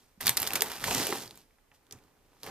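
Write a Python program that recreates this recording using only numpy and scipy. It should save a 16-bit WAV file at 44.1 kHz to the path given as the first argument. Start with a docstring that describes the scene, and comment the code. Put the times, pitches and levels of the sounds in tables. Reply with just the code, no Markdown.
"""Cereal box on a cloth-covered table

A cardboard box holding a plastic bag of cereal balls is handled in a small room, over a faint hiss.
The bag snaps and crinkles as it is opened, the box slides and bumps while the balls shift inside,
a glass bowl is drawn closer with a few light ticks, and the cereal starts to move again.
Snaps and knocks are noise bursts led by a crack; crinkle, cereal, rubbing and rumble are dense noise
grains under level curves; thumps are short swells of a sine; box modes and room echo are added on top."""
import sys
import numpy as np
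from scipy import signal
from scipy.fft import rfft, irfft
from scipy.io import wavfile
from scipy.ndimage import uniform_filter1d

SR = 44100
rng = np.random.default_rng(int(sys.argv[2]) if len(sys.argv) > 2 else 0)


def unload_wav(signal):
    """Save mono or channel-first audio to the path in sys.argv[1] as 16-bit WAV at rate SR, clipped to [-1, 1]."""
    wavfile.write(
        sys.argv[1],
        SR,
        np.round(np.clip(np.atleast_2d(signal).T, -1, 1) * 32767).astype(np.int16),
    )


N = 110250  # 2.5 s


def amp(db):
    """Decibels to gain."""
    return 10 ** (np.asarray(db) / 20)


def unit(x):
    """Scales to rms 1."""
    return x / np.sqrt(np.mean(x ** 2) + 1e-20)


def read(points, hz):
    """A spectrum's value at hz, joined by straight lines on a log frequency axis."""
    f, value = np.transpose(points)
    return np.interp(np.log(hz + 1), np.log(f + 1), value)


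def add(mix, s, sound):
    """Mixes a stereo sound in at time s, cut off at the end of the mix."""
    part = mix[:, round(s * SR):][:, :sound.shape[1]]
    part += sound[:, :part.shape[1]]


def colour(x, points, size=2048):
    """Filters with the given spectrum in minimum phase, so that nothing sounds ahead of its cause."""
    hz = abs(np.fft.fftfreq(size, 1 / SR))
    log_gain = np.log(amp(read(points, hz)))
    response = np.exp(np.conj(signal.hilbert(log_gain)))
    taps = np.fft.ifft(response).real
    taps = taps.reshape((1,) * (x.ndim - 1) + (-1,))
    return signal.fftconvolve(x, taps, axes=-1)[..., :x.shape[-1]]


def stereo(mid, side, width=None):
    """Stereo from a shared and an opposed part: by default narrowest at 300 to 700 Hz, wide in the treble."""
    # usual stereo width: f/Hz, side level/dB
    usual_width = [(30, 0), (90, -12), (300, -18.5), (700, -19), (1500, -14.5), (3000, -13.5), (6000, -4.5),
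                   (13000, 1)]
    side = colour(side, usual_width if width is None else width)
    return np.array([mid + side, mid - side])


def grains(level, body, per_s, spread_db, grain_s, clump_db):
    """Many tiny contacts of uneven size, in clumps, each a brief scratch, under a level curve."""
    t = np.arange(N) / SR
    struck = rng.random(N) < per_s / SR
    sizes = amp(spread_db * np.minimum(rng.exponential(1, N), 3.5)) * struck
    # each scratch falls to 1/e of its amplitude in grain_s
    power = signal.lfilter([1], [1, -np.exp(-2 / (grain_s * SR))], sizes ** 2)
    drift = uniform_filter1d(rng.standard_normal(N), size=260)  # noise smoothed over 6 ms
    clumps = amp(clump_db * unit(drift))
    mid, side = rng.standard_normal((2, N)) * np.sqrt(power) * clumps
    curve = amp(np.interp(t, *np.transpose(level)))
    return unit(colour(stereo(mid, side), body)) * curve


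def cereal_jostle():
    """Cereal balls jostle in the bag: a dense rain of tiny bright contacts."""
    # how strongly the balls move: t/s, level/dB
    movement = [(0, -64.5), (.15, -78), (.75, -56), (.8, -71), (.84, -41.5), (.88, -31), (.915, -33),
                (.95, -32.5), (1.0, -31), (1.08, -35.5), (1.15, -38.5), (1.23, -43), (1.3, -59.5),
                (1.39, -60), (1.48, -76.5), (1.72, -90), (1.75, -61.5), (1.79, -83), (1.92, -78),
                (1.97, -68.5), (2.15, -83.5), (2.39, -71), (2.43, -62.5), (2.44, -51.5), (2.5, -50)]
    # tone of the contacts: f/Hz, gain/dB
    body = [(100, -22), (500, 8.5), (1200, 0), (2800, 1.5), (5000, 1.5), (8000, -3), (11000, -6.5),
            (14000, -6.5), (16000, -21)]
    return grains(movement, body, per_s=3700, spread_db=2, grain_s=0.0004, clump_db=1.0)


def cloth_rub():
    """Cardboard and bowl rub over the cloth in many small slips, darker and more clumped."""
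    # how strongly they rub: t/s, level/dB before the box rings along
    sliding = [(0, -71), (.17, -81), (.23, -85), (.35, -50), (.42, -45), (.52, -41), (.6, -38.5), (.7, -45),
               (.8, -66), (.87, -39.5), (.98, -40), (1.06, -43), (1.13, -42.5), (1.22, -54), (1.33, -61),
               (1.5, -82.5), (1.89, -73), (1.94, -60.5), (2.05, -70.5), (2.42, -69.5), (2.436, -44.5),
               (2.46, -46), (2.5, -43)]
    # tone of the rubbing: f/Hz, gain/dB
    body = [(25, -28.5), (60, -13.5), (130, -3.5), (280, -4), (430, -4), (560, 1), (660, -8), (790, -4),
            (1200, -4), (2000, -11.5), (4000, -17.5), (12000, -33)]
    return grains(sliding, body, per_s=1300, spread_db=1.5, grain_s=.0008, clump_db=2.5)


def handling_rumble():
    """Low rumble of handling: longer grains kept to the bass."""
    # how strongly it rumbles: t/s, level/dB
    handling = [(0, -66), (.16, -79), (.26, -39.5), (.33, -56.5), (.43, -45), (.6, -60), (.8, -53),
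                (.87, -42.5), (.97, -39.5), (1.06, -51.5), (1.3, -56), (1.5, -82), (1.89, -71),
                (1.94, -55.5), (2.1, -71), (2.41, -69.5), (2.46, -52.5), (2.5, -46.5)]
    # tone of the rumble: f/Hz, gain/dB
    body = [(15, -10.5), (40, -10), (80, -3.5), (135, -1), (190, -7), (270, -3), (400, -16), (1500, -60)]
    return grains(handling, body, per_s=1300, spread_db=1.5, grain_s=0.0038, clump_db=1.0)


def room_hiss():
    """Faint steady coloured noise that comes from all round, so wider than the close sounds."""
    # tone of the hiss: f/Hz, gain/dB
    body = [(12, -31), (20, 4.5), (70, 1.5), (198, -12), (410, -8), (2320, -19.5), (3340, -25),
            (13200, -30), (14700, -25.5), (16000, -55)]
    # stereo width of the hiss: f/Hz, side level/dB
    wide = [(30, -9.5), (90, -7.5), (300, -3.5), (700, -3.5), (1500, -3), (4000, -0.5), (13000, 2)]
    noise = stereo(*rng.standard_normal((2, N)), wide)
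    return amp(-67) * unit(colour(noise, body))


def thumps(size=4096):
    """A soft push makes a wall of the box swing for a few cycles: a sine that swells and dies."""
    # soft thumps of the box: t/s, envelope peak/dB, swell/s, pitch f/Hz
    pushes = [(.176, -50.5, 0.0034, 200), (.607, -35, 0.0072, 426), (0.9977, -27.5, 0.0035, 295),
              (1.1013, -27, 0.0024, 368), (1.1255, -24, 0.0018, 370)]
    out = np.zeros((2, N))
    t = np.arange(size) / SR
    for start, peak_db, swell_s, hz in pushes:
        envelope = amp(peak_db) * t / swell_s * np.exp(1 - t / swell_s)
        swing = envelope * np.sin(2 * np.pi * hz * t)
        add(out, start, np.tile(swing, (2, 1)))
    return out


def bag_crinkle():
    """Fine crinkle of the bag: thousands of tiny creases a second, very uneven in size."""
    # how strongly it crinkles: t/s, level/dB
    crumpling = [(.196, -102), (.208, -37.5), (.23, -39), (.25, -39.5), (.295, -33), (.35, -50.5),
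                 (.38, -38.5), (.45, -39), (.5, -44.5), (.57, -38.5), (.6, -44), (.65, -42.5), (.72, -40.5),
                 (.79, -44.5), (.85, -34.5), (.9, -83)]
    # tone of the crinkle: f/Hz, gain/dB
    body = [(24, -43), (40, -4.5), (256, -8), (354, -4), (503, -0.5), (663, -1), (790, 3.5), (1300, -1),
            (4800, -5), (7000, -10), (13800, -12.5), (14800, -11.5), (16000, -48.5)]
    return grains(crumpling, body, per_s=2800, spread_db=3.5, grain_s=0.00043, clump_db=1.1)


def blow(level_db, decay_ms, ring_hz, ring_db, body, q, edge, size=4096):
    """A crack and a fast-dying flutter through one broad resonance; level is its energy packed into 1 ms."""
    ms = np.arange(size) * 1000 / SR
    mid, side = rng.standard_normal((2, size)) * np.exp(-ms / decay_ms)
    # a flutter shorter than 1 ms leaves more to the first crack
    crack = edge * max(1, 1 / decay_ms)
    mid[0], mid[1] = crack * 2, -crack
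    x = colour(stereo(mid, side), body)
    ring = signal.lfilter(*signal.iirpeak(ring_hz, q, SR), x)
    x = x + (amp(ring_db) - 1) * ring
    return amp(level_db) * unit(x) / np.sqrt(ms[-1])


def blows(table, body, q, edge):
    """Plays a table of snaps or knocks; q is the ring's sharpness, edge the crack against the flutter."""
    out = np.zeros((2, N))
    for start, *row in table:
        add(out, start, blow(*row, body, q, edge))
    return out


def bag_snaps():
    """Sharp ticks, mostly creases of the bag snapping through, each with a broad ring."""
    # ticks: t/s, level/dB, decay/ms, ring f/Hz, ring gain/dB
    ticks = [(.2065, -29, 8.9, 1670, 19), (.2098, -27.5, 3.9, 13100, 20), (.2580, -21, 7.2, 4000, 5),
             (.2683, -12, 3.2, 4000, 1), (.2692, -18.5, 1.2, 13300, 23), (.2772, -19, 1.4, 4200, 20),
             (.2797, -14.5, 0.88, 3660, 19), (.2934, -11, 1.3, 9100, 10), (.2937, -16, 1.5, 1900, 18),
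             (.3012, -35.5, 1.2, 2500, 2.5), (.3701, -15, 2.9, 12550, 4.5), (.3742, -16, 3, 4440, 7),
             (.4005, -21.5, 2.9, 12600, 6.5), (.4193, -20.5, 1.3, 13800, 24), (.4287, -19, 3.1, 12500, -1),
             (.4665, -24, 10, 4080, 10), (.4737, -19, 3.2, 4400, 3), (.5063, -26, 1.1, 2600, 15),
             (.5235, -32, 0.67, 4540, 7), (.5344, -20, 2, 11600, 6), (.5515, -39, 1.9, 12000, -9.5),
             (.5552, -14.5, 5.8, 2550, 7.5), (.6078, -19, 1.5, 5340, 10), (.6206, -15, 0.74, 12930, 11),
             (.6212, -13, 1.2, 1380, 1), (.7172, -29, 1.4, 1700, 12), (.8406, -22.5, 2.6, 2860, 15),
             (.9110, -22.5, 1.7, 3200, 12), (.9482, -19, 2.1, 7300, 11), (1.0693, -21, 1.2, 12000, 4.5),
             (1.2775, -40, 1.1, 5000, 12), (1.3090, -38.5, 1.1, 4200, 21.5),
             (1.3560, -48, 1.34, 12160, 9.5), (1.3750, -43.5, 1.2, 7150, 4.5),
             (1.4150, -56.5, 1.4, 4470, 5), (1.8675, -57.5, 1.14, 4000, 5), (1.9105, -39, 1.2, 5300, 18.5),
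             (1.9242, -34.5, 2.5, 5740, 15), (1.9870, -56, 2.8, 2200, 18), (2.0380, -59.5, 1.77, 4790, 7),
             (2.4332, -32, 0.51, 3985, 5), (2.4645, -36, 1.7, 2700, 15)]
    # tone of the ticks: f/Hz, gain/dB
    body = [(100, -26.5), (500, -5.5), (1500, 2), (4000, 1), (7000, -0.5), (11000, -2), (14000, -0.5),
            (17000, -14.5)]
    return blows(ticks, body, q=3.0, edge=1.8)


def box_knocks():
    """Bumps of the box and of things set on the cloth: duller blows with a stronger first crack."""
    # bumps: t/s, level/dB before the box rings along, decay/ms, ring f/Hz, ring gain/dB
    bumps = [(.2765, -25, 19, 113, 28), (.622, -27.5, 28, 445, 20), (.8405, -23, 2.5, 1730, 30),
             (.868, -27, 9.7, 760, 13), (.88, -22, 9, 1040, 17), (.912, -23.5, 16, 790, 21),
             (.949, -22, 5.5, 267, 19), (1.0925, -26.5, 3.2, 403, 12.5), (1.1254, -18.5, 2.8, 1740, 7),
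             (1.5085, -60.5, 2.5, 2180, 13), (1.585, -57.5, 4, 2000, 5), (1.7165, -50, 2.6, 2370, 15),
             (1.7185, -51.5, 13, 796, 13.5), (1.911, -48.5, 11.8, 400, 16), (1.926, -41, 24, 125.8, 16.5),
             (2.332, -57.5, 3.3, 1217, 18)]
    # tone of the bumps: f/Hz, gain/dB
    body = [(30, -16), (120, 3.5), (350, -3), (800, -2), (2000, -2), (3500, -14), (8000, -24.5),
            (16000, -31.5)]
    return blows(bumps, body, q=3.2, edge=6.0)


def hollow(x):
    """The box rings along with whatever rubs or bumps it; the overall level is kept."""
    # hollow resonances of the box: f/Hz, width/Hz, gain of the added ring/dB
    modes = [(271.5, 35, -5), (411, 45, 0.5), (439, 30, -3), (778, 59, 2.5), (1005, 38, -9)]
    ringing = x.copy()
    for hz, width, db in modes:
        ringing += amp(db) * signal.lfilter(*signal.iirpeak(hz, hz / width, SR), x)
    return x.std() * unit(ringing)


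def room(x, size=22050):
    """Quick scatter from box and table, then the tail of a small room, as decaying noise echoes."""
    # time for the tail to fall by 60 dB: f/Hz, t/s
    fall_s = [(150, 0.96), (500, .42), (1500, 0.27), (4000, 0.19), (12000, 0.2)]
    t = np.arange(size) / SR
    noise = stereo(*rng.standard_normal((2, size)))
    hz, at, z = signal.stft(noise, SR, nperseg=256)
    fading = z * amp(-60 * at / read(fall_s, hz)[:, None])
    tail = signal.istft(fading, SR, nperseg=256)[1][:, :size]
    tail = tail * np.clip(t / 0.0045 - .5, 0, 1)  # fades in from 2.25 to 6.75 ms
    # the scatter starts after 1 ms and falls to 1/e in 17 ms
    early = stereo(*rng.standard_normal((2, size))) * np.exp(-t / 0.017) * (t > .001)
    echo = (amp(-13) * unit(tail) + amp(-10.5) * unit(early)) / np.sqrt(size)
    mono = x.mean(0)[None]
    return x + signal.fftconvolve(mono, echo, axes=1)[:, :N]


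def scene():
    """Bag, cereal and box in the room, over the handling rumble and a faint hiss."""
    cereal = cereal_jostle()
    box = hollow(cloth_rub() + box_knocks()) + thumps()
    bag = bag_crinkle() + bag_snaps()
    return room(bag + cereal + box) + handling_rumble() + room_hiss()


def record(dry):
    """The right microphone is nearer: louder and a little earlier; peaks clip and the top treble is cut."""
    # how much louder the right is: f/Hz, level difference/dB
    right_lead = [(100, 2.5), (700, 1), (2500, 1.5), (13000, 2.5)]
    # treble response of the microphones: f/Hz, gain/dB
    mic_top = [(20, -5), (14600, 0.5), (15400, -22.5), (16800, -20.5)]
    lag_ms, ceiling, edge_hz = 0.038, .95, 16800
    khz = np.fft.rfftfreq(2 * N, 1000 / SR)
    late = irfft(rfft(dry[0], 2 * N) * np.exp(-2j * np.pi * khz * lag_ms))[:N]
    left = colour(late, [(hz, -db / 2) for hz, db in right_lead])
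    right = colour(dry[1], [(hz, db / 2) for hz, db in right_lead])
    heard = colour(np.array([left, right]), mic_top)
    clipped = np.clip(heard, -ceiling, ceiling)
    cut = signal.firwin(511, edge_hz, window=("kaiser", 9), fs=SR)
    return signal.oaconvolve(clipped, cut[None], "same", axes=1)


dry = scene()
out = record(dry)
unload_wav(out)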